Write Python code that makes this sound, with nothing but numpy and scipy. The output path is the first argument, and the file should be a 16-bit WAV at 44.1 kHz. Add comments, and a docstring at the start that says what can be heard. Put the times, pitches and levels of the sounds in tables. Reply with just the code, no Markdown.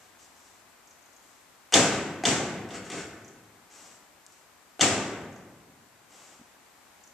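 """Over a faint outdoor wash, hooves scuff in sand and a small bird chips in a covered riding arena.
Then a horse paws at the lowered ramp of an empty trailer: each knock is a click, crushed grit and deck modes.
The ramp slams into its steel fittings, and the hollow box booms through the hall as noise and damped modes.
The hoof also drags over the deck as filtered grains that stir a rattle; small ticks and bumps come later."""
import sys
import numpy as np
from scipy import signal
from scipy.fft import rfft, irfft, next_fast_len
from scipy.io import wavfile

SR = 44100
rng = np.random.default_rng(int(sys.argv[2]) if len(sys.argv) > 2 else 0)


def log_audio(samples):
    """Write samples as a 16-bit WAV file to the path given in sys.argv[1]."""
    # one column per channel
    frames = np.atleast_2d(samples).T
    # limit to full scale, then quantise
    limited = np.clip(frames, -1, 1)
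    pcm = np.round(limited * 32767).astype(np.int16)
    wavfile.write(sys.argv[1], SR, pcm)


N = 314599

# Hoof landings on the ramp. Each row: start in seconds, force in dB, knock on the deck in dB,
# share of gritty crunch in dB, share of panel ring in dB.
LANDINGS = [(1.7236, 1.5, -33, 2.5, 0.5), (2.2375, -4, -19.5, -18.5, -3), (2.271, -9, -22.5, -24, -9),
            (2.6896, -24.5, -43, -8, 7.5), (2.9006, -21, -45.5, 6, 5), (4.7945, -1, -27, -16.5, -2)]
# Spectrum of crushed grit. Each row: frequency in Hz, relative density in dB per Hz.
GRIT_SPECTRUM = [(100, -15.5), (400, 3), (1400, -1), (2400, 1.5), (4200, -4.5), (7300, -1.5), (9500, -14),
                 (14000, -33.5)]
# Spectrum of the booming box. Each row: frequency in Hz, relative density in dB per Hz.
BOOM_SPECTRUM = [(25, -39), (50, -28.5), (95, -7.5), (200, -2.5), (310, 0), (590, -4), (720, -3.5),
                 (1050, -10.5), (2200, -8.5), (3150, -10.5), (4400, -12.5), (7300, -8.5), (9500, -25.5),
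                 (14000, -38)]
# Reverberation of the arena. Each row: frequency in Hz, time to decay by 60 dB in seconds.
HALL_DECAY = [(60, 2.2), (160, 1.78), (420, 1.4), (1100, 1.36), (2200, 1.043), (4000, 0.77), (7700, 0.65),
              (13000, 0.57)]
# Coherence of the two channels in diffuse sound. Each row: frequency in Hz, coherence from 0 to 1.
COHERENCE = [(60, 0.91), (300, 0.99), (650, 0.94), (1400, .85), (3000, 0.5), (6500, 0), (14000, 0.6)]
# The ramp gives for this long under the hoof before it bottoms out on its fittings.
GIVE_S = .015


def gain_of(db):
    """Decibels are logarithmic: every 20 dB is a factor of ten in amplitude."""
    return 10 ** (np.asarray(db) / 20)


def evened(x):
    """Root-mean-square normalization: equal power whatever the waveform."""
    return x / np.sqrt(np.mean(x ** 2) + 1e-20)


def read(points, hz):
    """Interpolation on a logarithmic frequency axis, where equal steps are equal ratios."""
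    f, value = np.transpose(points)
    return np.interp(np.log(hz + 1), np.log(f + 1), value)


def clock(length):
    """Uniform sampling: the sample times of a span of seconds."""
    return np.arange(int(length * SR)) / SR


def add(mix, s, sound):
    """Superposition: pressures add from a start time in seconds."""
    part = mix[..., max(round(s * SR), 0):][..., :sound.shape[-1]]
    part += sound[..., :part.shape[-1]]


def colour(x, points):
    """Linear filtering: each frequency is scaled by a table of dB."""
    size = next_fast_len(x.shape[-1])
    gain = gain_of(read(points, np.fft.rfftfreq(size, 1 / SR)))
    return irfft(rfft(x, size) * gain, size)[..., :x.shape[-1]]


def diffuse(size, likeness=1):
    """Diffuse field: noise from all around reaches two ports with partial coherence."""
    hz = np.fft.rfftfreq(size, 1 / SR)
    same = np.clip(likeness * read(COHERENCE, hz), 0, 1)
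    mid, side = rfft(rng.standard_normal((2, size))) * np.sqrt([(1 + same) / 2, (1 - same) / 2])
    return hz, np.array([mid + side, mid - side])


def ring(modes, length):
    """Modal synthesis: a struck object is a sum of damped sines of alternating sign."""
    t = clock(length)
    out = 0
    for k, (hz, db, t60) in enumerate(modes):
        decay = np.exp(-np.log(1000) * t / t60)
        out = out + gain_of(db) * decay * np.sin(2 * np.pi * hz * t) * (-1) ** k
    return out


def tail(spectrum, tilt_db=0, rise=0.014, early_db=0, early_t60=0.2):
    """Two-slope decay: the box dies fast, the hall slowly, and bass builds up later than treble."""
    t = clock(2)
    hz, z = diffuse(len(t))
    shape = evened(gain_of(read(spectrum, hz)))
    tilt = gain_of(tilt_db * np.log2((hz + 20) / 1000))  # dB per octave
    z = z * shape * tilt
    centres = np.geomspace(60, 13000, 10)
    out = 0
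    for centre, own in zip(centres, np.eye(len(centres))):
        # triangular bands overlap and sum to one
        band = irfft(z * read(np.c_[centres, own], hz), len(t))
        hall = 1e-6 ** (t / read(HALL_DECAY, centre))
        box = gain_of(2 * early_db) * 1e-6 ** (t / early_t60)
        build_up = 1 - np.exp(-t / (rise * (300 / centre) ** .5))
        out = out + band * np.sqrt(hall + box) * build_up
    return out


def arena(x, wet_db):
    """Room impulse response: direct sound, a few distinct echoes and the long wash of the hall."""
    # First echoes from the box and the arena wall. Each row: nominal delay in seconds, level in dB.
    first_echoes = [(.0025, -10), (.0125, -23.5), (.022, -14), (.027, -16.5), (.035, -15), (.057, -19)]
    response = tail([(20, 0), (20000, 0)])
    response *= gain_of(wet_db) / np.linalg.norm(response[0])
    response[:, 0] += 1
    for delay, db in first_echoes:
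        for side in response:
            side[int(delay * rng.uniform(.98, 1.02) * SR)] += gain_of(db)
    return signal.fftconvolve(x[None], response, axes=1)[:, :N]


def outdoors(level_db=-56.5, balance_db=1.43):
    """Diffuse broadband noise: a faint, slowly drifting wash of distant air through the open sides."""
    # Spectrum of the wash. Each row: frequency in Hz, relative density in dB per Hz.
    wash_spectrum = [(20, -28.5), (35, -12), (85, -6), (125, -9.5), (260, -3.5), (470, -6.5), (750, -2),
                     (1250, -4), (2000, -6.5), (3200, -12), (5200, -13.5), (7800, -11.5), (9500, -18),
                     (14000, -18)]
    # Slow drift of the wash. Each row: time in seconds, change of level in dB.
    drift_points = [(0, -.3), (3.6, -.9), (6, -1.7), (6.9, -.3)]
    hz, z = diffuse(next_fast_len(N), likeness=0.54)
    wash = evened(irfft(z * gain_of(read(wash_spectrum, hz)))[:, :N])
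    drift_db = np.interp(np.arange(N) / SR, *np.transpose(drift_points))
    return wash * gain_of(level_db + drift_db) * gain_of([[balance_db], [-balance_db]])


def rub(length, spectrum, grain_db):
    """Granular friction: countless grains, a few larger than the rest, in a quick swell and a fade."""
    size = int(length * SR)
    grain_size = np.minimum(rng.exponential(1, SR), 5)
    grains = rng.standard_normal(SR) * gain_of(grain_db * grain_size)
    stroke = np.sin(np.pi * np.linspace(0, 1, size, endpoint=False) ** 0.59) ** 0.6
    return evened(colour(grains, spectrum))[:size] * stroke


def shuffling():
    """Granular flow: loose sand hisses and crunches as the feet shift."""
    # Hooves shift in the sand. Each row: start in seconds, length in seconds, level in dB,
    # share of dull crunch in dB.
    scuffs = [(0, 0.081, -68, 2), (0.186, 0.086, -61, -18), (0.329, 0.3, -68.5, -15.5),
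              (1.2, 0.25, -70, -6), (3.70, 0.29, -59, -2.5), (4.266, 0.17, -68, -18),
              (6.091, 0.32, -61.5, -0.5)]
    # Spectra of hiss and of dull crunch. Each row: frequency in Hz, relative density in dB per Hz.
    sand_spectrum = [(100, -24), (1500, -15), (2700, -7), (4300, -4.5), (6000, 0), (7500, 0), (9500, -13.5),
                     (14000, -19.5)]
    crunch_spectrum = [(50, -17), (260, -2.5), (480, -2.5), (720, 1), (1300, -5), (3000, -9), (8000, -35.5)]
    out = np.zeros(N)
    for s, length, db, dull_db in scuffs:
        hiss = rub(length, sand_spectrum, grain_db=1.5)
        crunch = rub(length, crunch_spectrum, grain_db=6.5)
        add(out, s, gain_of(db) * (hiss + gain_of(dull_db) * crunch))
    return arena(out, wet_db=0)


def bird(top_hz=8400, bottom_hz=4600, scatter_s=.006, gap_s=.035):
    """Frequency sweep and scattering: each fast falling chip is smeared by reflections under the roof."""
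    # Bird calls, each a pair of chips. Each row: start in seconds, level in dB.
    calls = [(0.871, -51.5), (1.023, -57.5), (1.127, -54), (3.243, -48), (5.324, -54.5), (7.036, -52.5)]
    out, t, later = np.zeros(N), clock(.008), clock(.03)
    turns = np.cumsum(np.linspace(top_hz, bottom_hz, len(t))) / SR
    sweep = np.sin(2 * np.pi * turns) * np.hanning(len(t))
    for s, db in calls:
        for start in (s, s + gap_s):
            paths = rng.standard_normal(len(later)) * np.exp(-later / scatter_s)
            paths /= np.linalg.norm(paths)
            paths[0] += 1  # direct path
            add(out, start, gain_of(db) * signal.fftconvolve(sweep, paths) / np.sqrt(2))
    return arena(out, wet_db=-1.0)


def hoof(click_db=-7, click_s=0.00049, crunch_s=0.014):
    """Impact excitation: a hard click, crushed grit and the short hollow note of the deck modes."""
    # Modes of the deck. 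Each row: frequency in Hz, relative level in dB, 60 dB decay time in seconds.
    deck_modes = [(302, -11.5, .05), (716.4, -0.5, 0.04), (835, -8.5, 0.016), (1520, -15, .03),
                  (2200, -17, 0.011), (2970, -8.5, 0.0046)]
    out, t = np.zeros(N), clock(.1)
    for s, _, db, crunch_db, _ in LANDINGS:
        click = gain_of(click_db) * np.exp(-t / click_s)
        crunch = gain_of(crunch_db) * np.exp(-t / crunch_s)
        grit = evened(colour(rng.standard_normal(len(t)), GRIT_SPECTRUM))
        add(out, s, gain_of(db) * (ring(deck_modes, .1) + (click + crunch) * grit))
    return arena(out, wet_db=-7)


def clash(length, tilt_db, crack_db=-5.5):
    """Contact chatter drives modes: steel strikes steel for a few milliseconds and rings briefly."""
    # Modes of the fittings. Each row: frequency in Hz, relative level in dB,
    # 60 dB decay time in seconds.
    steel_modes = [(2192, -12, 0.0091), (2913, -1.5, .015), (3523, 0, 0.0148), (4380, -2.5, 0.0065),
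                   (5150, -3.5, .007), (5900, -1.5, .008), (6600, -5.5, 0.021), (7400, -10.5, .007)]
    steel, t = ring(steel_modes, .04), clock(0.038)
    contact = np.exp(-(t / length) ** 2)
    # hard contacts excite all frequencies alike: keep the phases, flatten the magnitudes
    phases = np.angle(rfft(contact * rng.standard_normal(len(t))))
    chatter = contact * irfft(np.exp(1j * phases), len(t))
    clang = evened(signal.fftconvolve(chatter, steel))
    crack = evened(colour(np.pad(chatter, (0, len(steel) - 1)), GRIT_SPECTRUM))
    brightness = [(3200, 0), (6400, tilt_db), (9000, tilt_db), (14000, tilt_db - 6)]
    sound = colour(clang + gain_of(crack_db) * crack, brightness)
    return sound / np.linalg.norm(sound) * np.sqrt(length * SR / 2)


def fittings(bright_db=1, dull_db=-12.5):
    """Nonlinear contact: the fittings rattle, clash and bounce once, brighter under harder blows."""
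    # levels at a force of 0 dB; delays in seconds, the bounce counted from the clash
    loose_s, loose_db, loose_length_s = .0095, -27, .009
    clash_db, clash_length_s = -14, .0058
    bounce_s, bounce_db, bounce_length_s = .003, -16.5, 0.0036
    # dB per dB of force: level of clash and bounce, level of the loose rattle, treble of the clash
    clash_growth, loose_growth, brightens = 1.29, 3.3, 0.785
    out = np.zeros(N)
    for s, force_db, *_ in LANDINGS:
        db = clash_growth * force_db
        tilt_db = max(bright_db + brightens * force_db, dull_db)  # glancing contacts stay dull
        loose = gain_of(loose_db + loose_growth * force_db) * clash(loose_length_s, dull_db)
        slam = gain_of(clash_db + db) * clash(clash_length_s, tilt_db)
        bounce = gain_of(bounce_db + db) * clash(bounce_length_s, (tilt_db + dull_db) / 2)
        add(out, s + loose_s, loose)
        add(out, s + GIVE_S, slam)
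        add(out, s + GIVE_S + bounce_s, bounce)
    return arena(out, wet_db=-11.0)


def sheet(count):
    """High modal density: the many close modes of the thin walls, in its own mix at each port."""
    t, out = clock(1.3), 0
    for place, first, second in rng.random((count, 3)):
        hz = 900 * (8500 / 900) ** (place ** .7)
        # less coherence allows a wider phase difference between the ports
        apart = 2 * np.pi * (second - .5) * np.sqrt(np.clip(1 - read(COHERENCE, hz), 0, 1))
        phase = 2 * np.pi * first + np.array([[0], [apart]])
        decay = np.exp(-np.log(1000) * t / read(HALL_DECAY, hz))
        out = out + gain_of(read(BOOM_SPECTRUM, hz)) * decay * np.sin(2 * np.pi * hz * t + phase)
    return out / np.sqrt(count) * (1 - np.exp(-t / 0.0022))


def trailer(boom_db=-21, panel_db=-29, sheet_db=-15, tilt_db=0.38, brightens=0.11, swell_s=0.014):
    """Cavity and panel resonance: each slam rings the panels; the boom swells and fills the hall."""
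    # Modes of the box panels. Each row: nominal frequency in Hz, relative level in dB,
    # longest 60 dB decay time in seconds.
    panel_modes = [(47, -26.5, 0.58), (104.6, -12, 1.1), (167.4, -12.5, 1.1), (199.5, -7, 1.3),
                   (264.4, -0.5, 0.68), (306, 2, 0.69), (335.3, -3, 0.37), (398.3, -8.5, 1.86),
                   (486.5, -4.5, .7), (545, -7.5, 0.88), (681, 0.5, 0.66), (775, -4.5, 0.68),
                   (1238, -10.5, .8), (1277, -20, 1), (1530, -10.5, 1.3), (1608, -11, 0.91),
                   (2140, -15, 1.2), (2645, -8, 2.2), (2810, -13, .6), (3120, -15.5, 0.7),
                   (3250, -11.5, 0.6)]
    out, t, walls = np.zeros((2, N)), clock(2), sheet(count=220)
    for s, force_db, _, _, ring_db in LANDINGS:
        tilt = tilt_db + brightens * force_db  # dB per octave
        boom = tail(BOOM_SPECTRUM, tilt, rise=swell_s, early_db=-1.5, early_t60=.45)
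        # each landing spot shifts the modes a little; no panel outlasts the hall
        modes = [(hz * rng.normal(1, .003), level, min(t60, read(HALL_DECAY, hz)))
                 for hz, level, t60 in panel_modes]
        panels = ring(modes, 2) * (1 - np.exp(-(t / swell_s) ** 2))
        add(out, s + GIVE_S, gain_of(force_db + boom_db) * boom)
        add(out, s + GIVE_S, gain_of(force_db + sheet_db) * walls)
        add(out, s + GIVE_S, gain_of(force_db + ring_db + panel_db) * panels)
    return out


def scraping(rattle_db=-2):
    """Stick-slip friction: grit catches and slips between hoof and deck, which rattles under it."""
    # Hoof drags over the gritty deck. Each row: start in seconds, length in seconds, level in dB.
    drags = [(2.736, 0.054, -46.5), (2.84, .07, -54), (2.91, .15, -46.5)]
    # Modes that a dragging hoof stirs in the deck. Each row: frequency in Hz, relative level in dB,
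    # 60 dB decay time in seconds.
    rattle_modes = [(340, 3, 0.023), (1310, 0, 0.032), (1490, 0, 0.032), (1760, 1.5, .02),
                    (2174, -4.5, 0.053), (2750, -7, 0.022), (4440, -0.5, .025), (4900, -11.5, 0.028),
                    (5395, -2.5, .025), (6710, -2.5, .02), (7010, -9, 0.026), (7500, -5, 0.018)]
    out, deck = np.zeros(N), ring(rattle_modes, .08)
    for s, length, db in drags:
        grit = rub(length, GRIT_SPECTRUM, grain_db=3.5)
        rattle = signal.fftconvolve(rub(length, GRIT_SPECTRUM, grain_db=4), deck)
        rattle *= np.sqrt(len(grit)) / np.linalg.norm(rattle)
        add(out, s, gain_of(db) * grit)
        add(out, s, gain_of(db + rattle_db) * rattle)
    return arena(out, wet_db=-1)


def close_by(tick_hz=6800, tick_s=0.000078, bump_hz=250, bump_s=0.0023):
    """Near field: dry ticks and soft bumps beside the microphone carry no reverberation."""
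    # Small ticks and soft low bumps. Each row: start in seconds, level in dB.
    tick_rows = [(4.265, -34), (4.269, -43), (4.323, -43)]
    bump_rows = [(6.395, -50), (6.412, -47.5)]
    out, t = np.zeros(N), clock(.05)
    for rows, hz, fade in ((tick_rows, tick_hz, tick_s), (bump_rows, bump_hz, bump_s)):
        pulse = np.sin(2 * np.pi * hz * t) * t / fade * np.exp(1 - t / fade)
        for s, db in rows:
            add(out, s, gain_of(db) * pulse)
    return out


def scene():
    """Superposition at two microphone ports, each with its own frequency response."""
    # Colour of the left and right ports. Each row: frequency in Hz, gain in dB.
    left_port = [(60, 3), (400, 2.15), (4500, 1.66), (6200, 0.5), (7800, 9.5), (9500, 6.5), (14000, 0)]
    right_port = [(60, 4), (400, 1), (4500, 0.5), (6200, 4.5), (7800, -5), (9500, -10.5), (14000, -8.5)]
    sound = shuffling() + bird() + hoof() + fittings() + trailer() + scraping() + close_by()
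    return np.array([colour(sound[0], left_port), colour(sound[1], right_port)]) + outdoors()


def record(dry):
    """Band limiting and soft saturation: deep rumble is cut, high peaks rounded, the top band removed."""
    dry = signal.sosfilt(signal.butter(4, 36, "highpass", fs=SR, output="sos"), dry)
    rounded = dry / (1 + (dry / .85) ** 6) ** (1 / 6)
    low_pass = signal.firwin(511, 14250, window=("kaiser", 9), fs=SR)  # cutoff in Hz
    return signal.oaconvolve(rounded, low_pass[None], "same")


dry = scene()
out = record(dry)
log_audio(out)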